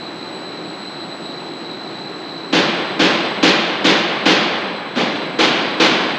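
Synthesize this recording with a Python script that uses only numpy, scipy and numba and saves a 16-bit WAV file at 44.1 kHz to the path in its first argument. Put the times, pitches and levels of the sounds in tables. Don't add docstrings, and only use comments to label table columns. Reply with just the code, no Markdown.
import sys
import numpy as np
from scipy import signal
from scipy.fft import rfft, irfft
from scipy.io import wavfile
from scipy.ndimage import uniform_filter1d, minimum_filter1d
from numba import njit

SR = 44100
rng = np.random.default_rng(int(sys.argv[2]) if len(sys.argv) > 2 else 0)


def int16_out(signal):
    q = np.round(np.clip(np.atleast_2d(signal).T, -1, 1) * 32767)
    wavfile.write(sys.argv[1], SR, q.astype(np.int16))


N = 272538
TIME = np.arange(N) / SR
FREQS = np.fft.rfftfreq(N, 1 / SR)

# t/s, strength/dB, relative floor thud level/dB, struck spot (0-2)
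IMPACTS = [ (2.525, 0, 1, 0), (2.991, 0.5, 8, 0), (3.427, 6, -11.5, 0), (3.842, 5, -12, 0),
           (4.255, 5, -6, 0), (4.950, 0, -8, 1), (5.387, 3, 5, 2), (5.798, 3.5, 4, 2), ]
CONTACT_TIMES = [0.0016, 0.017, 0.0011]
# f/Hz, T60/s, level/dB when struck at spot 0, 1, 2
FRAME_MODES = [(183.7, 0.76, -5.5, -13, -8), (241, 0.67, -12, -1.5, 0.5), (275.2, 0.28, 7.5, -16, -20),
               (321.6, 0.81, 6, -24, 4.5), (344, 0.77, -19, -7, -10), (443.6, 1, -5.5, -24, -9.5),
               (496.2, 0.4, 1, -14, 2.5), (521, 0.75, -5.5, -9, -18), (541, 0.31, -40, -18, -20),
               (1070, 0.96, -7.5, -15, -3.5), (1525, 0.27, -13, -22, -16), (3680, 0.78, -7.5, -17, -21)]
# f/Hz, relative spectral level/dB
CLACK_SPECTRUM = [(60, -54), (100, -24.5), (135, -10), (190, 1), (330, 2.5), (600, -.5), (1200, -3.5),
                  (2200, -3), (3600, -2.5), (4700, -8.5), (6500, -18.5), (8000, -28.5), (10000, -42.5),
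                  (15000, -47)]
# delay/s, half-width/s, boost/dB
WALL_REFLECTIONS = [(0.008, 0.003, 1.1), (0.052, 0.003, 2), (0.066, 0.008, 2.1)]
# f/Hz, T60/s
HALL_T60 = [(120, 3.1), (300, 1.99), (800, 2.65), (2000, 2.06), (3500, 1.5), (5000, 1.1), (7000, 0.71),
            (10000, 0.41), (15000, 0.66)]
# f/Hz, relative spectral level/dB
BELT_SPECTRUM = [(30, -52.5), (60, -44.5), (100, -19.5), (165, -4), (240, -4.5), (335, 2), (430, -6),
                 (780, -8), (1500, -13), (3400, -20.5), (5000, -29.5), (7600, -44), (9500, -67.5),
                 (13000, -53)]
# f/Hz, half-width/Hz, level/dB
BEARING_RESONANCES = [(4050, 170, -41), (4070, 17, -44), (3942, 24, -47), (3820, 17, -48), (4600, 110, -58)]
# f/Hz, rms wander/Hz, level/dB
BEARING_WHISTLES = [(3994, 18.1, -43), (4015, 9, -44)]
# t/s, half-width/s, change/dB
DRIVE_TONES = [ (7775, 7802, -59.5, 1.15, 0.5, -8), (7849, 7820, -66, 0.85, 0.85, 13), ]
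# f/Hz, level/dB
MOTOR_TONES = [(722, -51), (780, -52), (888, -53.5), (1078, -53)]


def clacks(echo_db=-15.0, ring_db=-22.0, thud_db=-42, hard_s=0.0011, coherent_hz=2600, size=88200):
    t, f = np.arange(size) / SR, np.fft.rfftfreq(size, 1 / SR)
    tails = [(hz, gain, hall_envelope(t, hz)) for hz, gain in bands(CLACK_SPECTRUM, size)]
    spots = [(white_spectrum(size), frame_ring(t, spot), contact_s)
             for spot, contact_s in enumerate(CONTACT_TIMES)]
    coherence = 1 / (1 + (f / coherent_hz) ** 2)
    out = np.zeros(N + size)
    for onset_s, db, floor_db, spot in IMPACTS:
        pattern, modes, contact_s = spots[spot]
        softness = np.log2(contact_s / hard_s)
        tilt_db = 0.07 * db - 0.32 * softness
        paths = np.sqrt(coherence) * pattern + np.sqrt(1 - coherence) * white_spectrum(size)
        echoes = sum(irfft(paths * gain, size) * tail * undb(tilt_db * np.log2(hz / 1000))
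                     for hz, gain, tail in tails)
        ring = undb(ring_db + 1.56 * softness) * modes
        thud = undb(thud_db + floor_db) * floor_thud(t)
        attack = 1 - np.exp(-t / contact_s)
        start = int(onset_s * SR)
        out[start:start + size] += undb(db) * (undb(echo_db) * echoes + ring + thud) * attack
    return out[:N]


def frame_ring(t, spot, rise_s=0.0055, accent_db=2, accent_s=0.023):
    ring = sum(undb(db[spot] - 60 * t / t60) * np.sin(2 * np.pi * (hz * t + rng.random()))
               for hz, t60, *db in FRAME_MODES)
    return ring * (1 - np.exp(-t / rise_s)) * undb(accent_db * np.exp(-t / accent_s))


def floor_thud(t, t60=0.16, top_hz=55):
    rumble = noise(1 / (1 + (FREQS / top_hz) ** 4))[:len(t)]
    return rumble * undb(-60 * t / t60) * (1 - np.exp(-t * top_hz))


def hall_envelope(t, hz, direct=0.4, build_s=0.0089, shadow_hz=10000, early_db=1.0, early_s=0.1):
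    shadow = 1 + (hz / shadow_hz) ** 2
    build_up = 1 - (1 - direct / shadow) * np.exp(-t / (build_s * shadow))
    early = early_db / (1 + (t / early_s) ** 8)
    slaps = sum(db * np.exp(-((t - delay_s) / half_s) ** 2) for delay_s, half_s, db in WALL_REFLECTIONS)
    return build_up * undb(early + slaps - 60 * t / at_hz(HALL_T60, hz))


def belts(level_db=-30, flutter_db=0.55, flutter_hz=14, sway_db=0.13, sway_hz=3):
    sway, out = sway_db * walk(sway_hz), 0
    for _, gain in bands(BELT_SPECTRUM, N):
        band = irfft(white_spectrum(N) * gain, N)
        out = out + band * undb(sway + flutter_db * walk(flutter_hz))
    return unit(out) * undb(level_db)


def bearing(waver_db=1.3, waver_hz=9):
    cluster = sum(undb(db) * noise(1 / (1 + ((FREQS - hz) / width) ** 2))
                  for hz, width, db in BEARING_RESONANCES)
    core = sum(undb(db) * tone(hz, wander) for hz, wander, db in BEARING_WHISTLES)
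    return (cluster + core) * undb(waver_db * walk(waver_hz))


def drive_whine(start_hz, final_hz, db, swell_s, half_s, swell_db, settle_s=3.6, waver_db=1.8):
    hz = final_hz + (start_hz - final_hz) * np.exp(-TIME / settle_s)
    swell = swell_db / (1 + ((TIME - swell_s) / half_s) ** 4)
    return tone(hz, wander_hz=3) * undb(db + swell + waver_db * walk(rate_hz=7.7))


def motor_hum(wander_hz=2.45):
    return sum(undb(db) * tone(hz, wander_hz) for hz, db in MOTOR_TONES)


def gain_control(x, threshold_db=-10.0, release_db_per_s=1.3, size=2646):
    level = np.sqrt(np.abs(uniform_filter1d(x ** 2, size)))
    held = peak_hold(level, float(undb(-release_db_per_s / SR)))
    return x / np.maximum(1, held / undb(threshold_db))


@njit
def peak_hold(level, fall):
    out, held = np.empty(len(level)), 0.
    for i in range(len(level)):
        held = max(level[i], held * fall)
        out[i] = held
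    return out


def limiter(x, size=45):
    gain = 1 / np.maximum(1, np.abs(x))
    return x * uniform_filter1d(minimum_filter1d(gain, size), size)


def bands(spectrum, size, count=18):
    f = np.fft.rfftfreq(size, 1 / SR)
    gain = unit(undb(at_hz(spectrum, f)))
    centres = np.geomspace(40, 15000, count)
    return [(hz, gain * np.sqrt(np.interp(f, centres, share)))
            for hz, share in zip(centres, np.eye(count))]


def tone(hz, wander_hz):
    return np.sqrt(2) * np.sin(2 * np.pi * np.cumsum(hz + wander_hz * walk(rate_hz=24.4)) / SR)


def walk(rate_hz):
    return noise(1 / (1 + (FREQS / rate_hz) ** 4))


def noise(gain):
    return unit(irfft(white_spectrum(N) * gain, N))


def white_spectrum(size):
    return rfft(rng.standard_normal(size))


def at_hz(points, hz):
    f, value = np.transpose(points)
    return np.interp(np.log(hz + 1), np.log(f), value)


def unit(x):
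    return x / np.sqrt(np.mean(x ** 2))


def undb(db):
    return 10 ** (np.asarray(db) / 20)


def scene():
    machine = belts() + bearing() + sum(drive_whine(*drive) for drive in DRIVE_TONES)
    return (machine + clacks() + motor_hum())[None]


def record(dry, cutoff_hz=15350):
    sound = limiter(gain_control(dry[0]))
    return signal.sosfilt(signal.ellip(10, .1, 80, cutoff_hz, fs=SR, output="sos"), sound)[None]


dry = scene()
out = record(dry)
int16_out(out)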